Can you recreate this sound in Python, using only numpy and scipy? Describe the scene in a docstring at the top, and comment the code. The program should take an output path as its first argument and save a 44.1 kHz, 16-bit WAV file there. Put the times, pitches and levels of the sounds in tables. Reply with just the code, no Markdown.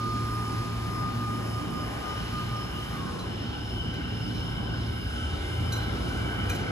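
"""An electric commuter train pulls out, heard across the tracks by a phone on a roofed platform.
Wheels and rail ring as noise-driven resonances and clank at the joints as struck modes.
A valve hisses as flickering coloured noise, and whistles as a beating tone, then a sagging note.
Hum tones, a blower and a climbing motor growl sound under the floor; banded noise rumbles.
Each port adds echoes of its own."""
import sys
import numpy as np
from scipy import signal
from scipy.fft import rfft, irfft, next_fast_len
from scipy.io import wavfile
from scipy.ndimage import uniform_filter1d, map_coordinates

SR = 44100
rng = np.random.default_rng(int(sys.argv[2]) if len(sys.argv) > 2 else 0)


def digitize_waveform(pressure):
    """Quantize a signal to 16-bit integers and store it at the path in sys.argv[1].

    Rows of a 2-D input are taken as channels; values are limited to [-1, 1].
    """
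    field = np.atleast_2d(pressure).T
    bounded = np.clip(field, -1, 1)
    quanta = np.round(bounded * 32767).astype(np.int16)
    wavfile.write(sys.argv[1], SR, quanta)


N = 295905
TIME_S = np.arange(N) / SR
SIZE = next_fast_len(N + 2 * SR, real=True)  # transform length, with room for echoes
AIR_FADE_DB_PER_S = 77  # hiss and steady whistle both die at this rate


def undb(db):
    """Turn decibels into gain."""
    return 10 ** (np.asarray(db) / 20)


def unit(x):
    """Scale to rms 1."""
    return x / np.sqrt(np.mean(x ** 2))


def curves(table):
    """Join table columns by straight lines over the time in the first column."""
    time_s, *columns = np.transpose(table)
    return [np.interp(TIME_S, time_s, column) for column in columns]


def walk(rate_hz):
    """Wander at random: levels held for 1 / rate, smoothed twice, rms 1."""
    hold = int(SR / rate_hz)
    steps = np.repeat(rng.standard_normal(N // hold + 1), hold)
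    return unit(uniform_filter1d(uniform_filter1d(steps, hold), hold)[:N])


def swell_db(peak_s, peak_db, lasts_s):
    """Rise and fall once, 10 dB down at lasts_s either side of the peak."""
    return peak_db - 10 * ((TIME_S - peak_s) / lasts_s) ** 2


def tone(pitch_hz, level_db):
    """A sine that follows a pitch and an rms level, from a random starting phase."""
    phase = 2 * np.pi * np.cumsum(pitch_hz) / SR + rng.uniform(0, 2 * np.pi)
    return np.sqrt(2) * undb(level_db) * np.sin(phase)


def ring(x, pitch_hz, width_hz):
    """Two-pole resonance with gain 1 at its centre."""
    b, a = signal.iirpeak(min(pitch_hz, .45 * SR), pitch_hz / width_hz, fs=SR)
    return signal.lfilter(b, a, x)


def rough_ring(pitch_hz, width_hz):
    """Flickering noise through a steep resonance that strays in pitch, rms 1."""
    flicker_db = 2.97 * walk(14) + .7 * walk(2.41)
    rough = rng.standard_normal(N) * undb(flicker_db)
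    pole_width_hz = 1.23 * width_hz  # two passes narrow the band
    steady = ring(ring(rough, pitch_hz, pole_width_hz), pitch_hz, pole_width_hz)
    stray = .004 * walk(20)  # share of the pitch
    read_at = np.arange(N) + np.cumsum(stray - stray.mean())
    return unit(map_coordinates(steady, [read_at], mode="mirror"))


def bands(colour, flicker_db, rate_hz):
    """Coloured noise as octave bands (centre Hz, sound), each flickering alone."""
    f = np.maximum(np.fft.rfftfreq(SIZE, 1 / SR), 1)
    pitch_hz, level_db = np.transpose(colour)
    shape_db = np.interp(np.log(f), np.log(pitch_hz), level_db, left=-90)
    noise = rfft(rng.standard_normal(SIZE)) * undb(shape_db)
    noise = noise / np.sqrt(np.mean(irfft(noise, SIZE) ** 2))
    out = []
    for centre_hz in 2. ** np.arange(4, 15):
        if centre_hz >= pitch_hz[0] / 2:
            overlap = np.clip(1 - abs(np.log2(f / centre_hz)), 0, 1)
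            band = irfft(noise * overlap, SIZE)[:N]
            out.append((centre_hz, band * undb(flicker_db * walk(rate_hz))))
    return out


def rumble():
    """Broad noise of station, fans and car bodies; four ranges follow their own levels."""
    # course of the rumble: start_s [s], bass_db, deep_db, treble_db, top_db [dB]
    rumble_levels = [(0, -37, -35, -31.5, -31), (2.84, -36, -31.5, -31, -32), (3.6, -37, -33.5, -33, -35),
                     (4.4, -36, -27, -33.5, -33), (5.75, -34, -31, -31.5, -31.5),
                     (6.71, -33, -31.5, -29.5, -29.5)]
    # relative colour: pitch_hz [Hz], level_db [dB]
    rumble_colour = [(22, -38), (32, -27), (55, -3.5), (90, -4), (150, -5.5), (300, -9.5), (550, -18),
                     (1100, -24.5), (1900, -30.5), (2600, -34), (4500, -36), (6500, -42.5), (11000, -43),
                     (16000, -57.5)]
    bass_db, deep_db, treble_db, top_db = curves(rumble_levels)
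    lumps_db = .2 * TIME_S  # the low end grows lumpier with speed
    bass_db = bass_db + lumps_db * walk(10)
    deep_db = deep_db + lumps_db * walk(10)
    out = np.zeros(N)
    for centre_hz, band in bands(rumble_colour, flicker_db=2.18, rate_hz=6.5):
        if centre_hz < 100:
            level_db = deep_db
        elif centre_hz < 700:
            level_db = bass_db
        else:
            level_db = treble_db if centre_hz < 6000 else top_db
        out += band * undb(level_db)
    return out


def blower():
    """A blower hisses in close resonant bands at constant mean level."""
    # blower bands: pitch_hz [Hz], width_hz [Hz], level_db [dB]
    fan_rings = [(4994, 59, -58.5), (5160, 77, -58.5), (5304, 106, -56)]
    return sum(undb(level_db) * rough_ring(pitch_hz, width_hz)
               for pitch_hz, width_hz, level_db in fan_rings)


def underfloor_hum():
    """A clean main hum over weaker tones of narrow resonant noise, and one low rough swell."""
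    # main hum: start_s [s], level_db [dB]
    hum_levels = [(0, -35), (1.58, -35), (1.7, -48), (2.1, -44), (2.58, -35), (2.72, -42), (3.1, -54),
                  (3.8, -41), (4.55, -41), (4.8, -34.5), (5.05, -39), (5.22, -64), (5.6, -32), (6.2, -40),
                  (6.71, -42)]
    # weaker tones: pitch_hz [Hz], width_hz [Hz], level_db at the start [dB], drift [dB per s]
    hum_tones = [(53.8, 2.1, -47, -0.0073), (173, 9.1, -48, 0.075), (236.5, 4.6, -46, -0.85),
                 (292.9, 10, -47.5, -0.074), (355.2, 5.6, -51.5, -0.29), (407.6, 6.4, -56, -1.9)]
    # pitch loosens and level grows lumpier with speed
    pitch_hz = 112.2 + .22 * TIME_S * walk(6)
    out = tone(pitch_hz, curves(hum_levels)[0] + .26 * TIME_S * walk(10))
    for side_hz, width_hz, level_db, drift in hum_tones:
        side_tone = unit(ring(rng.standard_normal(N), side_hz, width_hz))
        out += undb(level_db + drift * TIME_S) * side_tone
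    low_tone = unit(ring(rng.standard_normal(N), 166.6, 14))
    return out + undb(swell_db(peak_s=4.27, peak_db=-40.5, lasts_s=.45)) * low_tone


def motor():
    """Traction motor growl whose pitch climbs with speed; its second order swells first."""
    # growl: start_s [s], level_db before its waver [dB]
    motor_levels = [(3.8, -68), (4.2, -47), (4.45, -48), (4.75, -41), (5.2, -39.5), (5.64, -31.5),
                    (5.8, -40), (6.24, -58), (6.44, -30), (6.71, -42)]
    since_s = TIME_S - 2.5
    pitch_hz = 35 + 17.5 * since_s - .45 * since_s ** 2  # the climb eases off
    growl = tone(pitch_hz, curves(motor_levels)[0] + 2.1 * walk(9))
    return growl + tone(2 * pitch_hz, swell_db(peak_s=3.4, peak_db=-39, lasts_s=.24))


def valve():
    """Hiss of escaping air, its level drifting slightly until the valve shuts and it dies."""
    # relative colour of the air: pitch_hz [Hz], level_db [dB]
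    air_colour = [(500, -9), (1000, 4.5), (2200, -1), (4200, -15), (6500, -14.5), (11000, -15),
                  (13000, -15), (16000, -36)]
    shut_s = 2.94
    fade_db = AIR_FADE_DB_PER_S * np.maximum(TIME_S - shut_s, 0)
    level_db = -46 - .2 * TIME_S - fade_db
    return undb(level_db) * sum(band for _, band in bands(air_colour, flicker_db=2, rate_hz=8.86))


def steady_whistle():
    """The valve's whistle beats as two paths cancel, sways between the ports, and briefly outlasts the hiss."""
    # beats, broadly quicker as the train gathers speed: cancel_s [s], following peak_s [s],
    # level_db before flicker and path gain [dB], left minus right pan_db [dB]
    whistle_beats = [(-.6, .1, -34.5, -4.5), (0.825, 1.04, -34.5, 2), (1.173, 1.244, -35.5, -2),
                     (1.5, 1.603, -40.5, -6), (1.685, 1.78, -37, -5), (1.884, 1.97, -51, -10),
                     (2.0, 2.098, -37.5, 5.5), (2.225, 2.23, -45.5, -4), (2.303, 2.395, -35, -2),
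                     (2.46, 2.55, -39.5, -4), (2.712, 2.795, -44, -4), (2.863, 2.95, -43, -3),
                     (3.04, 3.095, -47, 0), (3.137, 3.22, -52.5, -2)]
    whistle_hz, end_s = 1222.4, 3.25  # lingers a little after the valve shuts
    cancel_s, peak_s, level_db, pan_db = np.transpose(whistle_beats)
    # the paths slip half a turn between each cancelling and the next peak
    marks_s = np.r_[np.ravel([cancel_s, peak_s], order="F"), end_s]
    turns = np.interp(TIME_S, marks_s, np.arange(len(marks_s)) / 2)
    share = np.minimum(.3 + .15 * TIME_S, 1)  # the second path grows against the first
    path_gain = abs(1 - share * np.exp(2j * np.pi * turns)) / (1 + share)
    beat = np.searchsorted(cancel_s, TIME_S) - 1
    blend = int(.04 * SR)  # 40 ms, smooths the step from beat to beat
    level_db = uniform_filter1d(level_db[beat], blend)
    pan_db = uniform_filter1d(pan_db[beat], blend)
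    fade_db = AIR_FADE_DB_PER_S * np.maximum(TIME_S - end_s, 0)
    note = tone(np.full(N, whistle_hz), level_db + 1.1 * walk(24.85) - fade_db)
    return path_gain * note * undb([pan_db / 2, -pan_db / 2])


def sagging_whistle():
    """A broken, falling note marks the valve shutting; far walls return it."""
    # the note itself, then its returns: delay_s [s], level_db against the note [dB]
    sag_echoes = [(0, 0), (.065, -6), (.115, -7), (.16, -10), (.21, -12)]
    loudest_s, loudest_hz, fall_hz_per_s = 3.03, 1088, 1050
    rise_db_per_s, fade_db_per_s = 120, 220
    out = np.zeros(N)
    for delay_s, echo_db in sag_echoes:
        late_s = np.clip(TIME_S - loudest_s - delay_s, -.5, .5)
        course_db = np.minimum(rise_db_per_s * late_s, -fade_db_per_s * late_s)
        level_db = -40 + echo_db + course_db + 1.8 * walk(40)
        pitch_hz = loudest_hz - fall_hz_per_s * late_s + 12 * walk(30)
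        out += tone(pitch_hz, level_db)
    return out


def rolling():
    """Rough rail and tread shake wheel and rail modes, which ring as noisy resonances."""
    # levels of the three groups: start_s [s], low_db, middle_db, high_db [dB]
    roll_levels = [(0, -51.5, -60, -61), (1.66, -56, -73, -54), (2.8, -49, -71, -51.5),
                   (3.5, -47, -62, -50.5), (4.3, -48.5, -57, -49.5), (5, -46, -55, -48),
                   (6.71, -39.5, -47, -49)]
    # low modes: pitch_hz [Hz], width_hz [Hz], relative level_db [dB]
    low_rings = [(800, 114, -7.5), (1324, 45, -4.5), (1519, 107, 0)]
    # middle modes: pitch_hz [Hz], width_hz [Hz], relative level_db [dB]
    middle_rings = [(2135, 190, 1.5), (2306, 80, -4)]
    # high modes: pitch_hz [Hz], width_hz [Hz], relative level_db [dB]
    high_rings = [(2855, 130, -1.5), (3027, 136, 4.5), (3560, 810, -3.5)]
    out = np.zeros(N)
    for group_db, rings in zip(curves(roll_levels), (low_rings, middle_rings, high_rings)):
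        for pitch_hz, width_hz, mode_db in rings:
            out += undb(group_db + mode_db) * rough_ring(pitch_hz, width_hz)
    return out


def clanks():
    """Each rail joint gives a blow and a shudder that ring the wheel's modes and splash treble."""
    # wheels over joints: start_s [s], overall level_db [dB], then relative low_db (modes under 3 kHz),
    # middle_db (3-5 kHz), treble_db (over 6.5 kHz, and the splash) [dB], shudder_s [s]
    joint_blows = [(3.188, -47, -11, 8.5, -11, .03), (3.936, -47, -2, 0, -5, .05),
                   (4.348, -49, -6, 1, -10, .07), (5.72, -33.5, -16, 1.5, -0.5, .1),
                   (6.492, -34, -2, -4, 0.5, .07), (6.545, -42, -10, -2, 2, .07)]
    # wheel modes: pitch_hz [Hz], relative peak level_db [dB], t60_s [s]
    clank_modes = [(1538, 8, 0.05), (2425, 4, 0.08), (4036, 0, 0.11), (4170, -9, 0.05), (5950, -3, 0.07),
                   (6907, -16, 0.05), (7370, -14.5, .04), (10300, -17, .03), (11350, -17, .04),
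                   (13800, -12, 0.07)]
    out, t = np.zeros(N), np.arange(SR // 2) / SR
    for start_s, level_db, low_db, middle_db, treble_db, shudder_s in joint_blows:
        # the rail end chatters in broken bursts that outlast the blow
        chatter_db = -16 + 4 * walk(90)[:len(t)]
        shudder = undb(chatter_db) * np.exp(-(t / shudder_s) ** 2)
        rough = rng.standard_normal(len(t)) * np.minimum(t / .007, 1)  # 7 ms rise
        rattle = rough * (np.exp(-t / .02) + shudder)
        strike = rough * (np.exp(-t / .005) + shudder / 2)  # a shorter push rings the modes clean
        body = undb(treble_db - 3) * ring(rattle, 7800, 8300)  # broad treble splash
        for pitch_hz, mode_db, t60_s in clank_modes:
            if pitch_hz < 3000:
                tilt_db = low_db
            elif pitch_hz < 5000:
                tilt_db = middle_db
            else:
                tilt_db = treble_db if pitch_hz > 6500 else 0
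            mode = ring(strike, pitch_hz, np.log(1000) / (np.pi * t60_s))
            body = body + undb(mode_db + tilt_db) * mode / abs(mode).max()
        i = int(start_s * SR)
        out[i:i + len(t)] += (undb(level_db) * body)[:N - i]
    return out


def echoes(t60_s):
    """Spectra of two unrelated trains of decaying noise echoes, 1 s long, power 1."""
    t = np.arange(SR) / SR
    decay = np.exp(-np.log(1000) * t / t60_s)
    tail = rng.standard_normal((2, SR)) * decay * np.minimum(t / .0076, 1)
    return rfft(tail / np.sqrt(np.sum(tail ** 2, axis=1, keepdims=True)), SIZE)


def scene():
    """Direct sound meets the ports out of phase; each port hears its own roof and platform echoes."""
    # the phone's two ports: pitch_hz [Hz], direct share [0-1], right leads by lead [rad],
    # left minus right pan_db [dB]
    middle_ports = [(182, 1, -1, -3.5), (320, 0.65, 0.96, -1.5), (590, 0.46, -2.5, 5), (907, 0.24, 2, 3),
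                    (1280, 0.65, -1.5, 0.5), (2130, 0.89, -2, 0), (2480, 0.25, -1, -0.5),
                    (3030, 0.65, -2.5, 0.5), (3620, 0.07, -6, 0.5), (4920, 0.98, -4.5, -3),
                    (5340, 0.56, -4.5, -1), (6340, 0.96, -5.5, -5), (7520, 0.25, -8.5, -0.5),
                    (8030, 1, -11, 1), (9270, 1, -8, -0.5), (9380, 0.93, -8, -1.5), (11900, 1, -3, 2),
                    (13000, 0.9, -1, -1), (13600, 1, 0.5, 0)]
    # the bass, nearly alike at both ports: pitch_hz [Hz], share [0-1], lead [rad], pan_db [dB]
    bass_ports = [(0, 1, 0, 0), (60, .985, 0, 0), (110, .985, 0, -.2)]
    # the top, in opposite phase: pitch_hz [Hz], share [0-1], lead [rad], pan_db [dB]
    top_ports = [(14800, .97, np.pi, 0), (22050, .97, np.pi, 0)]
    pitch_hz, *columns = np.transpose(bass_ports + middle_ports + top_ports)
    f = np.fft.rfftfreq(SIZE, 1 / SR)
    share, lead, pan_db = (np.interp(f, pitch_hz, column) for column in columns)
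    share = np.clip(share, 0, 1)
    side = np.array([[-.5], [.5]])  # left, right
    direct = np.exp(1j * lead * side)
    lean = undb(-side * pan_db)

    # steady noise comes from the whole length of the train: long, colourless scatter
    spread = echoes(t60_s=1.6)
    spread = spread / abs(spread)
    train_path = np.sqrt(share) * direct + np.sqrt(1 - share) * spread
    clank_path = direct + undb(-6) * np.sqrt(1 - share) * echoes(t60_s=.3)
    whistle_path = direct + undb(-15) * spread

    train = rumble() + blower() + underfloor_hum() + motor() + valve() + rolling()
    whistle = steady_whistle() + sagging_whistle()
    hold = SR  # a mirrored second ahead fills the hall before the start
    heard = 0
    for x, path in ((train, train_path), (whistle, whistle_path), (clanks(), clank_path)):
        filled = np.concatenate([x[..., hold:0:-1], x], axis=-1)
        heard = heard + rfft(filled, SIZE) * path
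    return irfft(heard * lean, SIZE)[:, hold:hold + N]


def record(dry):
    """The phone cuts the top with a steep low-pass."""
    top_hz = 15714
    return signal.sosfilt(signal.ellip(12, .2, 80, top_hz, fs=SR, output="sos"), dry)


dry = scene()
out = record(dry)
digitize_waveform(out)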